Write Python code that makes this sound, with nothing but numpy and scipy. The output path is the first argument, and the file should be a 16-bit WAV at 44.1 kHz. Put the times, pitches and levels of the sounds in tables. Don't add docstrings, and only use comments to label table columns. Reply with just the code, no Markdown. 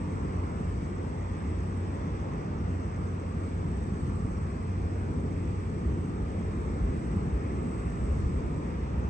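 import sys
import numpy as np
from scipy import signal
from scipy.fft import rfft, irfft, next_fast_len
from scipy.io import wavfile
from scipy.ndimage import uniform_filter1d, map_coordinates

SR = 44100
rng = np.random.default_rng(int(sys.argv[2]) if len(sys.argv) > 2 else 0)


def file_out(sig):
    cols = np.atleast_2d(sig).T
    lim = np.clip(cols, -1, 1)
    pcm = np.round(lim * 32767).astype(np.int16)
    wavfile.write(sys.argv[1], SR, pcm)


def ratio_of_db(decibels):
    return 10 ** (np.asarray(decibels, float) / 20)


N = 400869


def unit(x):
    return x / np.sqrt(np.mean(x ** 2) + 1e-20)


def along(points, hz):
    f, *cols = np.transpose(points)
    return [np.interp(np.log(hz + 1), np.log(f + 1), c) for c in cols]


def curves(rows):
    s, *cols = np.transpose(rows)
    return [np.interp(np.arange(N) / SR, s, c) for c in cols]


def wobble(rate):
    knots = rng.standard_normal(int(N * rate / SR) + 4)
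    return map_coordinates(knots, [np.arange(N) * rate / SR])


def add(out, s, sound):
    out[round(s * SR):][:len(sound)] += sound


def at_ports(pair, gain):
    # pitch_hz, likeness (0-1), left_lead_rad, left_minus_right_db
    ports = [(60, 0.98, 0.1, -0.2), (200, 0.92, 0.2, 0.3), (400, 0.72, 0.5, 0.3), (520, 0.58, 1.6, 0.3),
             (700, 0.73, 2.5, 0.3), (1000, 0.6, 2.7, -1.5), (1250, 0.2, 3.7, -1.2),
             (1420, 0.63, 3.3, 1.3), (1620, 0.58, 3.2, -0.5), (1870, 0.1, 5.3, -0.5),
             (2050, 0.55, 6.3, -1.3), (2300, 0.75, 6.4, -1.8), (2700, 0.71, 6.7, -2.8),
             (3050, 0.27, 7.8, -1.6),
             (3400, 0.15, 8.9, 0.1), (3800, 0.06, 10.2, 1.7), (4350, 0.46, 9.5, 2.4),
                  (4700, 0.27, 10.1, 4.4), (5300, 0.27, 10.9, 8.7), (5600, 0.03, 11.1, 10.6),
                  (5900, 0.39, 13.4, 10.9), (6450, 0.51, 13.0, 8.1), (7000, 0.33, 12.3, 10.2),
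                  (7500, 0.28, 11.3, 10.7), (7750, 0.19, 12.5, 7.0), (8050, 0.66, 13.0, 4.8),
                  (8300, 0.64, 12.9, 4.6), (8700, 0.42, 12.7, 1.6)]
    m = next_fast_len(N + 8192)
    hz = np.fft.rfftfreq(m, 1 / SR)
    alike, lead, tilt_db = along(ports, hz)
    turn = np.arccos(np.clip(alike, 0, 1)) / 2
    same, other = rfft(pair, m) * gain(hz) * [np.cos(turn), np.sin(turn)]
    shift = ratio_of_db(tilt_db / 2) * np.exp(.5j * lead)
    left = (same + other) * shift
    right = (same - other) / shift
    return irfft([left, right], m)[:, :N]


def rush(spectrum, patchy_db, size):
    z = signal.stft(rng.standard_normal((2, N)), nperseg=512)[2]
    field = uniform_filter1d(rng.standard_normal(z.shape[1:]), size[0], 0)
    field = uniform_filter1d(field, size[1], 1)
    pair = signal.istft(z * ratio_of_db(patchy_db * unit(field)), nperseg=512)[1][:, :N]
    ears = at_ports(pair, lambda hz: ratio_of_db(along(spectrum, hz)[0]))
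    return ears / np.std(ears.mean(0))


def city():
    # pitch_hz, level_db (per Hz)
    throb_spectrum = [(8, -58.5), (20, -26), (30, -17), (40, -1), (52, 4.5), (62, 6.5), (75, -9.5),
                      (100, -54)]
    rumble_spectrum = [(40, -51.5), (55, -9), (65, 0.5), (80, -2.5), (100, -6.5), (118, -10.5), (150, -22),
                       (220, -81.5)]
    body_spectrum = [(70, -60), (100, -9), (125, -2), (170, 0), (230, -3), (300, -6.5), (400, -9.5),
                     (490, -12), (600, -34.5), (900, -77)]
    hiss_spectrum = [(400, -22), (520, -1), (680, -3.0), (950, -3.5), (1200, -6.0), (1400, -9.5),
                     (1650, -11.5), (2000, -14.5), (2400, -18), (2650, -20), (2900, -24.5), (3300, -25.5),
                     (3800, -29.5), (4300, -50.5)]
    # level_db, growth (dB per dB of effort)
    throb_law = (-41.5, 1.4)
    rumble_law = (-38, .9)
    body_law = (-36.5, 0.23)
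    # time_s, effort_db
    effort = [(0, -3), (.6, 1), (1.25, -3), (1.8, -1), (2.4, -0.5), (3.3, -2.5), (3.8, -1), (4.1, 3),
              (4.5, -2), (5.4, 0.5), (6, 0), (6.4, 1.5), (6.8, 3.5), (7.4, 2), (7.8, 1.5), (8.2, 7.5),
              (8.65, -1), (9.09, 2.5)]
    # time_s, flow_db
    flow = [(0, .5), (1.25, 0.1), (1.9, 1), (3.2, -.5), (4.4, -0.9), (5.3, -0.4), (5.8, -1), (7, 0.4),
            (9.09, .5)]
    # peak_s, length_s, rise_db
    revs = [
        (0.202, 0.73, 2),
        (1.0, 0.44, 1),
        (2.3, 0.42, 1),
        (3.6, 0.46, 2),
        (5.222, 0.41, 5),
        (5.904, 0.62, 3),
        (7.2, 1.9, 2.5),
        (7.652, 0.44, 1.5),
        (8.6, 0.75, 1.5),
    ]

    (effort_db,), (flow_db,) = curves(effort), curves(flow)
    laws = (throb_law, rumble_law, body_law)
    throb_db, rumble_db, body_db = [db + grows * effort_db for db, grows in laws]
    t = np.arange(N) / SR
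    for s, length, rise_db in revs:
        body_db = body_db + rise_db * np.cos(np.pi * np.clip((t - s) / length, -.5, .5)) ** 2
    air = wobble(4.3)
    throb = ratio_of_db(throb_db - 1.0 + .3 * air) * rush(throb_spectrum, patchy_db=0.3, size=(2, 20))
    rumble = ratio_of_db(rumble_db + 1.55 + 0.32 * air) * rush(rumble_spectrum, patchy_db=1.0, size=(2, 20))
    body = ratio_of_db(body_db - 0.2 + 0.13 * air) * rush(body_spectrum, patchy_db=0.45, size=(2, 24))
    hiss_db = -50 + flow_db + 0.24 * wobble(6.5)
    hiss = ratio_of_db(hiss_db) * rush(hiss_spectrum, patchy_db=1.32, size=(2, 30))
    return throb + rumble + body + hiss


def machines():
    # time_s, pitch_hz, level_db
    drone = [
        (0, 91.8, -38),
        (.6, 91.2, -38),
        (2.3, 90.1, -37.5),
        (4, 91, -38),
        (5.2, 91.6, -37),
        (6.4, 92, -39),
        (6.9, 91, -55),
    ]
    # peak_s, length_s, pitch_hz, peak_db
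    booms = [
        (5.884, .12, 72.4, -23.5),
        (6.846, 0.18, 50.8, -24.5),
        (7.169, 0.099, 90.7, -23.5),
        (7.165, 0.0397, 188.5, -24.5),
        (7.349, .14, 57, -28),
        (8.098, .16, 75.3, -23),
        (8.372, 0.18, 60.3, -28),
    ]
    # pitch_hz, width_hz, level_db
    whines = [
        (442, 5, -60),
        (742, 6, -72),
        (2110, 10, -80),
        (3980, 12, -94),
        (6430, 60, -89),
    ]

    hz, db = curves(drone)
    turn = 2 * np.pi * np.cumsum(hz + 1.5 * wobble(9)) / SR
    overtone = ratio_of_db(-12.5 + 3 * wobble(2.6)) * np.sin(2 * turn)
    low = np.sqrt(2) * ratio_of_db(db + 2.0 * wobble(7)) * (np.sin(turn) + overtone)
    for s, length, boom_hz, boom_db in booms:
        u = np.arange(round(length * SR)) / SR
        boom = np.hanning(len(u)) * np.sin(2 * np.pi * boom_hz * u)
        add(low, s - length / 2, ratio_of_db(boom_db) * boom)

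    def peaks(f):
        return sum(ratio_of_db(level) * np.sqrt(SR / w) * np.exp(-2 * ((f - c) / w) ** 2) for c, w, level in whines)

    return low + at_ports(rng.standard_normal((2, N)), peaks)


def crickets():
    # before_last_s, level_db
    strokes = [
        (0.027, -9.5),
        (0.017, 0),
        (0, 1.5),
    ]
    # start_s, length_s, pitch_hz, peak_db
    pips = [
        (2.567, .047, 5600, -67),
        (2.91, .015, 5400, -70),
        (4.362, .024, 5600, -66),
        (4.517, .018, 5600, -68),
    ]

    near, far = np.zeros(N + SR), np.zeros(N + SR)
    t = np.arange(round(.011 * SR)) / SR
    calls = chirps()
    chance = rng.standard_normal((len(calls), len(strokes), 2))
    for (s, db), luck in zip(calls, chance):
        for (early, stroke_db), (size, tune) in zip(strokes, luck):
            start_hz, fall = 6900 + 40 * tune, 95000
            stroke = np.hanning(len(t)) * np.sin(2 * np.pi * (start_hz * t - fall / 2 * t * t))
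            add(near, s - early - t[-1] / 2, ratio_of_db(db + stroke_db + .6 * size - 62.5) * stroke)
    for s, length, hz, db in pips:
        u = np.arange(round(length * SR)) / SR
        swell = np.sqrt(np.sin(np.pi * u / length))
        add(far, s, ratio_of_db(db) * swell * np.sin(2 * np.pi * hz * u))
    return near[:N] * ratio_of_db([[2.5], [-4.5]]) + far[:N] * ratio_of_db([[1.5], [-1.5]])


def chirps():
    # time_s, late_ms (on the even beat), strength_db
    tempo = [(.13, 0, -5), (.5, -5, -7), (.745, -2, -3.5), (1.1, -15, -1.5), (1.6, -6, -1), (1.9, -10, -4),
             (2.46, -16, -2.5), (3.09, -9, -.5), (3.3, 0, -5.5), (3.6, 4, -4.5), (3.9, -2, -3),
             (4.2, 2, -4.5), (4.82, -10, -4), (5.45, 6, -5), (6.43, -11, -3.5), (7.15, 1, -6.5),
             (7.9, -3, -3), (8.3, 5, -5.5)]
    first_s, beat_s = .127, .12375
    beat = np.arange(first_s, N / SR, beat_s)
    s, late_ms, db = np.transpose(tempo)
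    chirp_s = beat + np.interp(beat, s, late_ms) / 1000
    return np.transpose([chirp_s, np.interp(beat, s, db)])


def insects():
    # pitch_hz, level_db (per Hz)
    chorus_spectrum = [(3200, -60), (3800, -13), (4050, -3), (4500, 0.5), (5000, -3), (5500, -2),
                       (5900, -1.5), (6500, -8.5), (7000, -9.5), (7300, -6), (7700, -12), (8600, -24),
                       (9000, -61)]
    shrill_spectrum = [(6800, -49.5), (7250, -24.5), (7500, -12), (7800, -5), (7980, -3.5), (8060, 1.5),
                       (8140, -3), (8400, -11.5), (8600, -22), (8800, -22), (9200, -28.5)]
    # time_s, strength_db
    bush = [(0, -66), (.5, -69), (.8, -66), (1.1, -68.5), (1.75, -67.5), (2.5, -72), (3.5, -67.5),
            (3.75, -67.5), (4.05, -64.5), (4.8, -69.5), (5.15, -67.5), (6.3, -68.5), (6.6, -67), (6.8, -68),
            (7.05, -65), (7.4, -69), (7.75, -64), (9.09, -72.5)]

    shrill_db, = curves(bush)
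    chorus_db = -67.5 - 0.15 * np.arange(N) / SR
    chorus = ratio_of_db(chorus_db - 1.37 + 0.22 * wobble(13)) * rush(chorus_spectrum, patchy_db=1.6, size=(2, 14))
    flutter = .7 * wobble(9) + .2 * wobble(30)
    shrill = ratio_of_db(shrill_db + flutter) * rush(shrill_spectrum, patchy_db=0.8, size=(2, 10))
    return chorus + shrill


def scene():
    return city() + machines() + insects() + crickets()


def roll_off(x):
    return signal.sosfilt(signal.butter(12, 9680, fs=SR, output="sos"), x)


def record(dry):
    hz, t, z = signal.stft(dry, SR, nperseg=2048)
    edge_hz = 8680 + 130 * uniform_filter1d(rng.standard_normal((2, 1, len(t))), 2)
    kept = signal.istft(z * (hz[:, None] < edge_hz), SR, nperseg=2048)[1][:, :N]
    return roll_off(kept)


dry = scene()
out = record(dry)
file_out(out)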